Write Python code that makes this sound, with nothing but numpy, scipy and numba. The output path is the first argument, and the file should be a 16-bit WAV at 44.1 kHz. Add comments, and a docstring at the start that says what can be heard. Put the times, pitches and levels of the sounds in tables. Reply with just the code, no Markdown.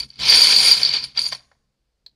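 """A few light clinks, then a dense rattle: metal bottle caps slide off a folded card into a plastic tub.
The rattle thins out, a second shake follows, the tub is knocked, and one last cap ticks down softly.
Each contact is a sharp click and the clinks set caps ringing; the tub booms and a small room answers.
The microphone port rings near 4.6 kHz and a fast limiter holds down the peaks."""
import sys
import numpy as np
from scipy import signal
from scipy.fft import rfft, irfft
from scipy.io import wavfile
from scipy.ndimage import uniform_filter1d, minimum_filter1d
from numba import njit

SR = 44100
rng = np.random.default_rng(int(sys.argv[2]) if len(sys.argv) > 2 else 0)


def transcribe(signal):
    """Save signal, clipped to [-1, 1], as a 16-bit WAV file at the path in sys.argv[1]."""
    frames = np.atleast_2d(signal).T
    limited = np.clip(frames, -1, 1)
    pcm = np.round(limited * 32767).astype(np.int16)
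    wavfile.write(sys.argv[1], SR, pcm)


N = 94815
T = np.arange(N) / SR


def amp(db):
    """Decibels to gain."""
    return 10 ** (np.asarray(db) / 20)


def unit(x):
    """Scale to rms 1."""
    return x / np.sqrt(np.mean(x ** 2))


def through(x, response):
    """Convolve and keep the length."""
    return signal.fftconvolve(x, response)[:N]


def eq(x, points, size=8192):
    """Minimum-phase equaliser through (f/Hz, level/dB) points."""
    hz, db = np.array(points).T
    bins_hz = np.fft.rfftfreq(size, 1 / SR)
    gain = amp(np.interp(np.log(bins_hz + 1), np.log(hz), db))
    cepstrum = irfft(np.log(gain))
    cepstrum[1:size // 2] *= 2
    cepstrum[size // 2 + 1:] = 0
    return through(x, irfft(np.exp(rfft(cepstrum))))


def pulses(times, sizes):
    """One impulse at each time."""
    return np.bincount(np.clip(times * SR, 0, N - 1).astype(int), sizes, N)


def fade(t60):
    """Exponential decay, half a second long."""
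    return np.exp(-np.log(1000) * T[:SR // 2] / t60)


def tail(t60):
    """Decaying noise of unit energy."""
    noise = fade(t60) * rng.standard_normal(SR // 2)
    return noise / np.linalg.norm(noise)


def bursts(blows, t60):
    """A short decaying noise after each blow."""
    decay = fade(t60)
    return through(blows, decay / np.linalg.norm(decay)) * rng.standard_normal(N)


@njit
def pings(times, hz, sizes, t60):
    """A decaying sine at each time, with its own pitch and size."""
    out = np.zeros(N)
    for k in range(len(times)):
        start = int(times[k] * SR)
        step = np.exp((2j * np.pi * hz[k] - np.log(1000) / t60) / SR)
        phasor = sizes[k] + 0j
        for i in range(start, min(N, start + int(t60 * SR))):
            phasor *= step
            out[i] += phasor.imag
    return out


# spectrum of the room's noise floor: f/Hz, level/dB
FLOOR_EQ = [(20, -7.5), (55, 3), (90, -12.5), (145, -12.5), (220, -22), (450, -16.5), (1000, -27),
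            (3000, -32.5), (4700, -41.5), (8000, -28.5), (15000, -25.5)]


def room_tone():
    """A faint, steady bed of rumble and hiss."""
    return amp(-72.5) * unit(eq(rng.standard_normal(N), FLOOR_EQ))


# tone of the room's reverb: f/Hz, level/dB
REVERB_EQ = [(100, 1), (600, 4.5), (2000, -0.5), (3800, -2.5), (4600, -14), (5600, 2.5), (9000, 1.5),
             (15000, -6)]


def reflections(direct):
    """A tight slap off the tub walls and the longer tail of a small room."""
    walls = amp(-4) * through(direct, tail(t60=.028))
    room = amp(-22.5) * eq(through(direct, tail(t60=.65)), REVERB_EQ)
    return walls + room


# envelope of the boom of tub and card: t/s, level/dB
BOOM_ENVELOPE = [(0.0, -39.5), (0.14, -66.5), (0.21, -38.5), (0.37, -40.5), (0.43, -53), (0.45, -46.5),
                 (0.95, -47.5), (0.98, -51), (1.06, -49), (1.13, -63), (1.17, -51), (1.27, -55),
                 (1.33, -51.5), (1.38, -62.5), (1.92, -87), (2.14, -71.5)]
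# spectrum of that boom: f/Hz, level/dB
BOOM_EQ = [(20, -22.5), (40, -17.5), (62, -1), (85, -6), (108, -15), (132, 7), (160, -8.5), (200, -7),
           (300, -19), (600, -31.5), (2000, -72.5)]


def tub_boom():
    """Tub and card resonate softly, giving the pour its low end."""
    level_db = np.interp(T, *np.array(BOOM_ENVELOPE).T)
    return unit(eq(rng.standard_normal(N), BOOM_EQ)) * amp(level_db + .5)


# touchdown and bounces of the last cap: t/s, level/dB
TICK_CUES = [(2.0626, -53), (2.0638, -46.5), (2.0795, -65), (2.094, -71), (2.114, -78)]
# modes of its tick: f/Hz, level/dB, t60/s
TICK_RING = [(3440, -16, 0.016), (3980, -0.5, 0.019), (4320, 1, 0.012)]
# tone of its click: f/Hz, level/dB
TICK_EQ = [(200, -5), (700, 7), (1300, 0), (2400, 2.5), (4600, -13), (7000, -2), (13000, 8.5)]


def last_cap():
    """One cap, set down lightly, bounces a few times and jostles its neighbours."""
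    times, db = np.array(TICK_CUES).T
    blows = pulses(times, amp(db))
    ring = sum(amp(mode_db) * fade(t60) * np.sin(2 * np.pi * hz * T[:SR // 2])
               for hz, mode_db, t60 in TICK_RING)
    click = amp(13.5) * eq(bursts(blows, t60=.019), TICK_EQ)
    tick = through(blows, ring) + click
    jostle = amp(-11) * through(tick, tail(t60=.081))
    return tick + jostle


# knocks against the tub: t/s, level/dB
KNOCK_CUES = [(1.3228, 7), (1.348, -6), (1.398, -20), (1.515, -16), (1.530, -32), (1.550, -33),
              (1.742, -49)]
# tone of the struck plastic: f/Hz, level/dB
KNOCK_EQ = [(100, -37), (330, -26), (500, -4), (780, 0), (1100, 2), (1450, -6.5), (1860, -3), (2400, -20),
            (3200, -25), (4600, -29.5), (5600, -28), (12000, -34)]


def tub_knocks():
    """Dull, quickly damped knocks on the plastic."""
    times, db = np.array(KNOCK_CUES).T
    return eq(bursts(pulses(times, amp(db)), t60=.042), KNOCK_EQ)


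# upper modes of a cap: f/Hz, level/dB, t60/s, pitch spread between caps/fraction
UPPER_MODES = [(6752, -9, 0.039, 0.017), (9334, -1.5, 0.068, .018), (10743, 0, .046, 0.019),
               (14020, -12.5, .024, .025)]


def cap_shimmer(times, sizes):
    """Every cap is tuned a little differently and shares the blow among its upper modes in its own way."""
    out = 0
    for hz, db, t60, spread in UPPER_MODES:
        detune, share = rng.standard_normal((len(times), 2)).T
        out = out + pings(times, hz * (1 + spread * detune), amp(db) * sizes * share, t60)
    return out


# single caps landing hard: t/s, level/dB, lowest ring f/Hz, shimmer trim/dB
LANDING_CUES = [(.001, -14, 4520, -15), (.033, -17.5, 4600, -22), (.103, -25.5, 4620, -23),
                (0.14, -38, 4600, -17), (0.158, -33, 4640, -16), (0.193, -28.5, 4650, -20),
                (.297, 6, 4700, -2.5), (.372, 2, 4660, -5.5), (0.392, 0, 4630, -4.5), (0.418, 3, 4680, -3),
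                (0.444, -2, 4600, 1.5), (0.466, -5, 4680, 0.5), (0.548, -1, 4560, -2), (0.563, 1, 4480, -4),
                (0.602, 1, 4600, -4.5), (.673, -1, 4620, 0.5), (0.683, 1.5, 4500, 5.5),
                (0.7139, 6, 4710, 2.5), (0.72, -8, 4530, -7.5), (0.728, 3, 4700, -9),
                (0.8321, 2, 4560, -12), (0.85, -2, 4450, -18), (.856, -8, 4700, -14),
                (.8924, -6.5, 4500, -20), (0.9128, -9, 4600, -12), (.9378, -4, 4720, -24),
                (.9662, -7.5, 4480, -19), (1.0402, -15, 4520, 2), (1.150, -38.5, 4600, -8),
                (1.175, -5.5, 4730, -7), (1.1921, -1.5, 4580, 1), (1.217, -8.5, 4700, 2),
                (1.2405, -20, 4600, -9), (1.2605, -10.5, 4700, 6), (1.265, -12, 4560, -7.5),
                (1.3245, -14, 4730, -7.5), (1.349, -19.5, 4480, 1)]
# tone of a landing's attack: f/Hz, level/dB
LANDING_EQ = [(100, -18.5), (600, -15.5), (2300, -1.5), (4600, -1), (8000, -8.5), (15000, -16)]


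def hard_landings():
    """Accents: a click, a brief chatter of the crimped rim, and the ring of the cap."""
    times, db, hz, shimmer_db = np.array(LANDING_CUES).T
    blows = pulses(times, amp(db - 8.5))
    chatter = amp(-4.5) * bursts(blows, t60=.014)
    lowest_ring = pings(times, hz, amp(db - 19), t60=.022)
    shimmer = cap_shimmer(times, amp(db + shimmer_db - 18))
    return eq(blows + chatter, LANDING_EQ) + lowest_ring + shimmer


def shower(flow_db, end_s, per_s, spread_db, full_flow_db=-22, thinning=.2):
    """Times and sizes of irregular contacts: per_s at full flow, fewer and lighter as it weakens."""
    rate = per_s * amp(thinning * (flow_db - full_flow_db))
    jitter, strength, polarity = rng.random((N // 12, 3)).T
    times = np.interp(np.arange(len(jitter)) + 2 * jitter, np.cumsum(rate) / SR, T)
    sizes = unit(amp(spread_db * np.sqrt(12) * strength)) * np.sign(polarity - .5)
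    envelope = np.interp(times, T, amp(flow_db) * np.sqrt(SR / rate))
    return times, sizes * envelope * (times < end_s)


def clatter(times, sizes, partials=4, low_hz=502, high_hz=9360, t60=.011):
    """Caps damped by their neighbours: a few very short partials, different at every contact."""
    out = 0
    for _ in range(partials):
        hz = low_hz * (high_hz / low_hz) ** rng.random(len(times))
        out = out + pings(times, hz, sizes * unit(np.sqrt(hz)), t60)
    return out * np.sqrt(2 * np.log(1000) / (t60 * SR * partials))  # keeps the energy of the blows


# flow of caps, one list per stretch: t/s, level/dB, brightness/dB before scaling, lowest ring trim/dB
FLOW = [
    [(0.0, -33, 10.5, 25.5), (0.01, -45, -12, 11), (0.032, -44.5, -11, 15.5), (0.074, -70, -2, 8),
     (0.112, -59.5, -11, 15), (0.12, -64.5, -23, -11), (0.182, -53.5, -28, -6), (0.185, -51.5, -27, -11)],
    [(0.193, -34.5, -19, -7), (0.233, -27, -24.5, -5), (0.305, -21.5, -7.5, 14), (0.331, -18, -16, 11),
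     (0.389, -21, -4.5, 12.5), (0.513, -22, -7.5, 11), (0.531, -20.5, -11, 7), (0.559, -26, -6.5, 15),
     (0.667, -21, -3, 8), (0.723, -22, -9, 11.5), (0.76, -31, -8, 15.5)],
    [(0.78, -27, -8.5, 16), (0.79, -35.5, -3, 8), (0.796, -28.5, -10.5, -0.5), (0.846, -28.5, -21, 13.5),
     (0.92, -33, -24, 12.5), (0.942, -25, -23, 2), (0.948, -26.5, -29, 5), (1.022, -42.5, -21, 13.5),
     (1.044, -35, -14, 11.5), (1.06, -47.5, -13, 9.5), (1.14, -63.5, -25, 10)],
    [(1.165, -39.5, -28, -12), (1.175, -29.5, -30.5, -1), (1.201, -35, -7, 16.5), (1.237, -41, 3.5, 18),
     (1.269, -35.5, -13.5, 14), (1.281, -46, 13.5, 17.5), (1.309, -52, -9, 24.5), (1.325, -28.5, -15, 7),
     (1.339, -39, -15, -14), (1.421, -67.5, -22.5, -16), (1.46, -75, -14.5, -3)],
]
# tone of a contact: f/Hz, level/dB
CONTACT_EQ = [(60, -25.5), (200, -6.5), (450, -4.5), (640, -7), (840, -1), (1200, 1.5), (1600, -2),
              (2200, 3.5), (3300, 1), (4500, -1), (5600, -2.5), (8000, -6), (12000, 4.5), (14300, -4),
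              (16000, -14.5)]


def pour(cap_hz=4646, pitch_spread=.034):
    """Sliding caps: dense clatter, a fine scrape, and sparser clinks that set the metal ringing."""
    cue_s, level_db, bright_db, ring_db = np.vstack(FLOW).T
    flow_db, end_s = np.interp(T, cue_s, level_db), cue_s[-1]
    contacts = amp(-2.5) * clatter(*shower(flow_db, end_s, per_s=1400, spread_db=6))
    scrape = amp(flow_db - 5) * rng.standard_normal(N) * (T < end_s)
    times, sizes = shower(flow_db, end_s, per_s=650, spread_db=2.5)
    clinks = amp(-11.5) * pulses(times, sizes)
    rattle = eq(contacts + scrape + clinks, CONTACT_EQ)
    # a high shelf rides the brightness curve
    treble = signal.sosfiltfilt(signal.butter(3, 7000, "high", fs=SR, output="sos"), rattle)
    shelf_db = 8.5 + .62 * np.interp(T, cue_s, bright_db)
    rattle = rattle - treble + treble * amp(shelf_db)
    hz = cap_hz * (1 + pitch_spread * rng.standard_normal(len(times)))
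    lowest_ring = pings(times, hz, sizes * amp(np.interp(times, cue_s, ring_db) - 37.5), t60=.022)
    shimmer_db = .85 * np.interp(times, cue_s, bright_db) - 14.5  # loose caps ring more than packed ones
    return rattle + lowest_ring + cap_shimmer(times, sizes * amp(shimmer_db))


def scene():
    """Caps and tub with their reflections, over the room tone, in mono."""
    direct = pour() + hard_landings() + tub_knocks() + tub_boom() + last_cap()
    return (direct + reflections(direct) + room_tone())[None]


@njit
def peak_follow(x, release_s):
    """Peak envelope: instant attack, exponential release."""
    keep = np.exp(-1 / (release_s * SR))
    out, peak = np.empty(len(x)), 0.
    for i in range(len(x)):
        peak = max(abs(x[i]), peak * keep)
        out[i] = peak
    return out


def record(dry):
    """Resonant microphone port, fast limiter, slight overload, steep low-pass."""
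    port_hz, port_width_hz, clip_level = 4660, 674, .78
    hz = np.fft.rfftfreq(2 * N, 1 / SR)
    port = 1 / (1 - (hz / port_hz) ** 2 + 1j * hz * port_width_hz / port_hz ** 2)
    x = irfft(rfft(dry[0], 2 * N) * port)[:N]
    gain = 1 / np.maximum(peak_follow(x, release_s=.015), 1)
    x = x * uniform_filter1d(minimum_filter1d(gain, size=25), size=25)  # ducks just ahead of each peak
    x = x / (1 + (x / clip_level) ** 10) ** (1 / 10)
    low_pass = signal.ellip(8, .2, 70, 15400, fs=SR, output="sos")
    return signal.sosfilt(low_pass, x)[None]


dry = scene()
out = record(dry)
transcribe(out)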